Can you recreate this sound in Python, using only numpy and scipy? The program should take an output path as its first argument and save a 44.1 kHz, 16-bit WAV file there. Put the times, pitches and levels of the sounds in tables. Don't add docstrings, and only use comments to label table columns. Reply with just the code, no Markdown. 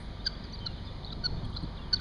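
import sys
import numpy as np
from scipy import signal
from scipy.fft import rfft, irfft
from scipy.io import wavfile
from scipy.ndimage import uniform_filter1d

SR = 44100
rng = np.random.default_rng(int(sys.argv[2]) if len(sys.argv) > 2 else 0)


def attenuation_scalar(level_db):
    decades = np.asarray(level_db, float) / 20
    return 10 ** decades


def to_wav(sig):
    pcm = np.clip(np.atleast_2d(sig), -1, 1) * 32767
    pcm = np.round(pcm).astype(np.int16)
    wavfile.write(sys.argv[1], SR, pcm.T)


N = 88420


def walk(rate_hz):
    hold = int(SR / rate_hz)
    steps = np.repeat(rng.standard_normal(N // 32)[:N // hold + 1], hold)
    return 1.282 * uniform_filter1d(uniform_filter1d(steps, hold), hold)[:N]


def noise(colour, flicker_db, rate_hz):
    hz = np.fft.rfftfreq(N, 1 / SR) + 1e-3
    f, db = np.array(colour).T
    gain = attenuation_scalar(np.interp(np.log(hz), np.log(f), db, left=-60, right=-90))
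    spectrum = rfft(rng.standard_normal(N)) * gain
    half_octave = 2 * np.log2(hz)
    out = 0
    for k in range(6, 29):
        if f[0] / 1.5 < 2 ** (k / 2) < f[-1] * 1.5:
            band = spectrum * np.clip(1 - abs(half_octave - k), 0, 1)
            out = out + attenuation_scalar(flicker_db * walk(rate_hz)) * irfft(band, N)
    return out / np.std(out)


# f/Hz, level/dB per Hz
HUSH_COLOUR = [(20, -2), (160, -4), (320, -14.5), (800, -20), (2200, -27.5), (4300, -24), (5100, -30.5),
               (6200, -68)]
# f/Hz, level/dB per Hz
HISS_COLOUR = [(5000, 9), (6900, 3), (7600, -12.5), (9000, -0.5), (10500, -4.5), (11800, -9), (12100, -32)]


def hush():
    return attenuation_scalar(-43.5) * noise(HUSH_COLOUR, 1.54, 8.27) + attenuation_scalar(-73) * noise(HISS_COLOUR, 0.8, 6.3)


IDLE_ORDERS_DB = [1.5, 5, -3.5, 1.5, -25.5, -7.5, -5.5, -14.5, -8.5, -11.5, -21, -32, -35, -17.5, -16.5]
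# f/Hz, level/dB
HUM = [(942.1, -65.5), (1174, -66)]
IDLE_HZ, IDLE_DB = 23.74, -48


def engine():
    turn = 2 * np.pi * np.cumsum(1 + 0.00629 * walk(2.873)) / SR
    beat, hum = np.zeros(N), np.zeros(N)
    for k, db in enumerate(IDLE_ORDERS_DB):
        beat += attenuation_scalar(db + 2.04 * walk(4.65)) * np.sin((k + 1) * IDLE_HZ * turn + 0.4 * k * k)
    for hz, db in HUM:
        hum += attenuation_scalar(db + 2.74 * walk(29.9)) * np.sin(hz * turn + 1.67 * walk(25.12))
    return attenuation_scalar(IDLE_DB) * beat + np.sqrt(2) * hum


# t/s, level/dB
GUST_LEVEL = [(0, -58.5), (1.05, -50), (1.2, -46.5), (1.33, -35.5), (1.47, -40.5), (1.559, -60),
              (1.65, -60.5), (2.0, -53)]
# f/Hz, level/dB per Hz
GUST_COLOUR = [(15, 14.5), (35, -13), (90, -3.5), (140, -6), (250, -11.5), (500, -22), (1000, -27.5)]


def gust():
    s, db = np.array(GUST_LEVEL).T
    return attenuation_scalar(np.interp(np.arange(N) / SR, s, db)) * noise(GUST_COLOUR, 2.3, 9.18)


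# t/s, f/Hz, level/dB, T60/s
THUDS = [
    (1.159, 211, -45, 0.59),
    (1.429, 88, -36.5, 0.68),
    (1.626, 188, -28.5, .1),
]


def thuds():
    out = np.zeros(N)
    for s, hz, db, t60_s in THUDS:
        t = np.clip(np.arange(N) / SR - s, 0, 1)
        burst = noise([(hz / 2, -20), (hz, 0), (2 * hz, -14), (4 * hz, -35)], 0, 37)
        out += attenuation_scalar(db - 60 * t / t60_s) * np.clip(t / 0.011, 0, 1) * burst
    return out


# t/s, level/dB
TICKS = [
    (1.451, -63.5),
    (1.5, -67),
    (1.538, -66),
    (1.562, -77),
    (1.626, -65.5),
]
TICK_T60_S = 0.062
RUSTLE_DB, RUSTLE_T60_S = -63, 0.22


def feet():
    t = np.arange(N) / SR
    gate = np.zeros(N)
    for s, db in TICKS:
        gate += attenuation_scalar(db - 60 * np.clip(t - s, 0, 1) / TICK_T60_S) * (t > s)
    leaves = noise([(8000, -9), (9000, 0), (10300, -6), (11000, -18)], 1.8, 80)
    claws = noise([(4500, -38), (6000, -20), (7500, -11), (9000, 1), (10400, -5), (11500, -20)], 1.4, 150)
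    return attenuation_scalar(RUSTLE_DB - 60 * t / RUSTLE_T60_S) * leaves + gate * claws


WHISTLE_EDGE = 0.24
ARCH_TOP = 0.44


def whistle(row, wander_hz, swell_db, arched=False):
    start, length, from_hz, to_hz, db = row
    out = np.zeros(N)
    cut = slice(int(start * SR), int((start + length) * SR))
    u = np.clip((np.arange(N)[cut] / SR - start) / length, 0, 1)
    bend = ((u - ARCH_TOP) / (1 - ARCH_TOP)) ** 2 if arched else u
    hz = from_hz + (to_hz - from_hz) * bend + wander_hz[cut]
    edge = np.sin(np.pi / 2 * np.clip(np.minimum(u, 1 - u) / WHISTLE_EDGE, 0, 1))
    tone = np.sin(2 * np.pi * np.cumsum(hz) / SR)
    out[cut] = np.sqrt(2) * attenuation_scalar(db + swell_db[cut]) * edge * tone
    return out


# t/s, length/s, top f/Hz, end f/Hz, level/dB
ARCHES = [
    (0.529, 0.035, 4720, 3250, -44),
    (0.843, .04, 5050, 3800, -58),
]
# t/s, length/s, start f/Hz, end f/Hz, level/dB
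SLIDES = [(.197, 0.018, 3550, 3750, -54), (.259, .012, 3250, 3300, -46), (.244, .012, 4650, 4950, -50),
          (.2535, .007, 4950, 3250, -42), (.604, 0.013, 6400, 6300, -72), (.524, 0.0078, 5800, 6200, -60),
          (.599, 0.07, 3170, 3010, -49), (0.664, 0.062, 2920, 2740, -51), (.722, 0.048, 3650, 3520, -59),
          (.77, 0.038, 3300, 2950, -82), (.863, .047, 3660, 3400, -53.5), (1.549, .008, 3500, 3450, -48.5),
          (1.769, 0.02, 4250, 2800, -50), (1.786, .042, 2790, 2720, -50), (1.961, .015, 4650, 3250, -44),
          (.765, .032, 3450, 2850, -59), (1.812, 0.024, 3550, 3270, -57), (1.828, .058, 3310, 3090, -58),
          (1.878, 0.02, 3120, 2880, -55)]
# t/s, length/s, start f/Hz, end f/Hz, level/dB
CHIRPS = [(0.316, 0.016, 3450, 3200, -52), (0.35, 0.012, 3450, 3400, -54), (1.031, .006, 3600, 3600, -56),
          (1.039, .021, 3500, 4750, -49), (1.047, .005, 3900, 4200, -47), (1.056, .016, 4600, 4250, -54),
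          (1.06, .008, 3500, 3700, -54), (1.068, .011, 3900, 3700, -49), (1.077, .016, 3700, 4050, -49),
          (1.093, .009, 3950, 3800, -49), (1.103, .007, 3450, 3800, -45), (1.113, .006, 3800, 3400, -47),
          (1.125, .01, 4500, 5200, -51), (1.361, .045, 3400, 3740, -58), (1.443, 0.017, 3300, 3300, -55.5),
          (1.524, .012, 3150, 3400, -53), (1.531, .005, 4100, 4000, -55), (1.54, .005, 3400, 4000, -53),
          (1.571, .009, 4850, 4700, -45), (1.584, .016, 4150, 4500, -53), (1.602, .01, 4550, 4650, -52),
          (1.618, .005, 4300, 4500, -55), (1.626, .004, 4000, 4700, -53), (1.632, .024, 4200, 4650, -52),
          (1.649, .006, 3200, 3700, -55), (.588, .013, 4600, 3700, -52), (.515, .012, 3700, 3950, -56),
          (.659, .008, 3800, 5000, -49), (.668, .009, 5200, 5400, -55), (1.261, .009, 4850, 4950, -48),
          (1.955, .013, 5300, 4800, -52), (.257, .008, 6900, 6100, -62), (1.95, .013, 4550, 4750, -45)]
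WARBLE_HZ, WARBLE_DB = 35, 2.6
HOARSE_HZ, HOARSE_DB = 70, 2.5
GRAIN, GRAIN_HZ = 0.6, 800


def songbirds():
    drift = walk(260)
    warble_db = WARBLE_DB * walk(120)
    hoarse_db = HOARSE_DB * walk(350)
    rattle = 1 + GRAIN * walk(GRAIN_HZ)
    arches = sum(whistle(row, WARBLE_HZ * drift, warble_db, arched=True) for row in ARCHES)
    slides = sum(whistle(row, WARBLE_HZ * drift, warble_db) for row in SLIDES)
    chirps = sum(whistle(row, HOARSE_HZ * drift, hoarse_db) for row in CHIRPS)
    return arches + slides + rattle * chirps


# t/s, f/Hz, level/dB
CALL_SHAPES = [
    [(.258, 1600, -57), (.262, 1616, -41.5), (.267, 1624, -24.5), (.272, 1512, -24.5), (.277, 1522, -28.5),
     (.282, 1400, -43)],
    [(.436, 1650, -55), (.441, 1650, -48), (.445, 1530, -52), (.449, 1510, -55), (.455, 1500, -56)],
    [(.657, 1566, -50), (.662, 1510, -39), (.666, 1403, -31.5), (.669, 1367, -31.5), (.675, 1350, -40),
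     (.681, 1330, -58)],
    [(1.117, 1600, -54), (1.122, 1520, -50), (1.125, 1380, -45), (1.128, 1330, -37), (1.132, 1280, -43),
     (1.136, 1240, -52)],
    [(1.236, 1490, -50), (1.241, 1465, -33.5), (1.247, 1490, -32), (1.253, 1495, -31), (1.257, 1475, -26.5),
     (1.262, 1450, -25), (1.266, 1415, -26), (1.269, 1385, -34), (1.273, 1370, -48)],
    [(1.558, 1440, -54), (1.563, 1410, -42), (1.567, 1360, -40), (1.571, 1385, -36), (1.575, 1330, -46),
     (1.581, 1300, -52)],
    [(1.926, 1650, -46), (1.929, 1600, -36), (1.933, 1480, -21.5), (1.938, 1486, -21), (1.943, 1486, -22.5),
     (1.947, 1470, -28), (1.9505, 1470, -50)],
    [(1.988, 1500, -60), (1.995, 1480, -53), (1.999, 1500, -54), (2.01, 1500, -40)],
]
# cycles per wobble, wobble/dB, fundamental/dB, roughness/0-1, gain above third multiple/dB
CALL_VOICES = [(3, -22.5, -12, 0.08, -3.5), (2, -51.5, -19, 0.3, -1), (3, -21, -15, 0.3, 0.5),
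               (2, -19, -13, 0.17, -3), (3, -38, -14, 0.05, -3.5), (2, -16.5, -15.5, 0.5, 0),
               (3, -22, -17.5, 0.17, -1.5), (3, -15, -2, .3, 2)]
BREATH_DB = [-12.5, -22, -15.5, -12, -18.5, -22.5, -24, 4]
OVERTONES_DB = [-23.5, 1, -21.5, -43.5, -42, -51.5]
RASP_HZ = 921.4
LOW_SLACK = 0.5


def fowl():
    t, out = np.arange(N) / SR, np.zeros(N)
    air = noise([(1000, -21.5), (3000, -5), (4400, 5.5), (6500, -19), (7700, -27.5), (9200, -23.5),
                 (11000, -43)], 1.0, 66)
    for air_db, shape, voice in zip(BREATH_DB, CALL_SHAPES, CALL_VOICES):
        cycles, wobble_db, first_db, rough, bright_db = voice
        s, hz, db = np.array(shape).T
        pitch_hz = uniform_filter1d(np.interp(t, s, hz), 90)
        level_db = uniform_filter1d(np.interp(t, s, db), 90)
        phase = 2 * np.pi * np.cumsum(pitch_hz) / SR
        shaken = phase + rough * walk(RASP_HZ) / 3
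        slack_db = LOW_SLACK * (db.max() - level_db)
        tone = attenuation_scalar(first_db + slack_db) * np.sin(phase)
        for multiple, gain_db in enumerate(OVERTONES_DB, 2):
            if multiple == 2:
                gain_db = gain_db + slack_db
            elif multiple > 3:
                gain_db = gain_db + bright_db
            tone += attenuation_scalar(gain_db) * np.sin(multiple * shaken)
        wobble = 1 + 2 * attenuation_scalar(wobble_db) * np.cos(phase / cycles) + rough * walk(RASP_HZ)
        gate = np.clip(np.minimum(t - s[0], s[-1] - t) * 400, 0, 1)
        out += (np.sqrt(2) * tone * wobble + attenuation_scalar(air_db) * air) * attenuation_scalar(level_db) * gate
    return out


# delay t/s, level/dB
ECHOES = [
    (0.024, -27),
    (.04, -27),
    (.065, -33),
    (.105, -31),
    (.185, -29),
]
STREET_DB, STREET_T60_S = -22, 0.6


def street(x):
    t = np.arange(SR // 2) / SR
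    tail = rng.standard_normal(len(t)) * attenuation_scalar(-60 * t / STREET_T60_S) * np.clip(t / 0.015, 0, 1)
    tail *= attenuation_scalar(STREET_DB) / np.sqrt(np.sum(tail ** 2))
    for delay_s, db in ECHOES:
        tail[int(delay_s * SR)] += attenuation_scalar(db)
    return x + signal.fftconvolve(x, tail)[:N]


NOTCH_WIDTH_HZ = [650, 740, 696, 895]
NOTCH_DEPTHS = [1, 0.76, 0.53, 1]
NOTCH_HZ = 2697


def microphone_port(x):
    for k, (width_hz, depth) in enumerate(zip(NOTCH_WIDTH_HZ, NOTCH_DEPTHS), 1):
        b, a = signal.iirpeak(k * NOTCH_HZ, k * NOTCH_HZ / width_hz, fs=SR)
        x = x - depth * signal.lfilter(b, a, x)
    return x


def scene():
    air = gust() + hush()
    birds = street(fowl() + songbirds())
    return (air + birds + engine() + feet() + thuds())[None]


def top_cut(x):
    return signal.sosfilt(signal.butter(12, 12040, fs=SR, output="sos"), x)


def record(dry):
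    mix = microphone_port(dry)
    return top_cut(mix)


dry = scene()
out = record(dry)
to_wav(out)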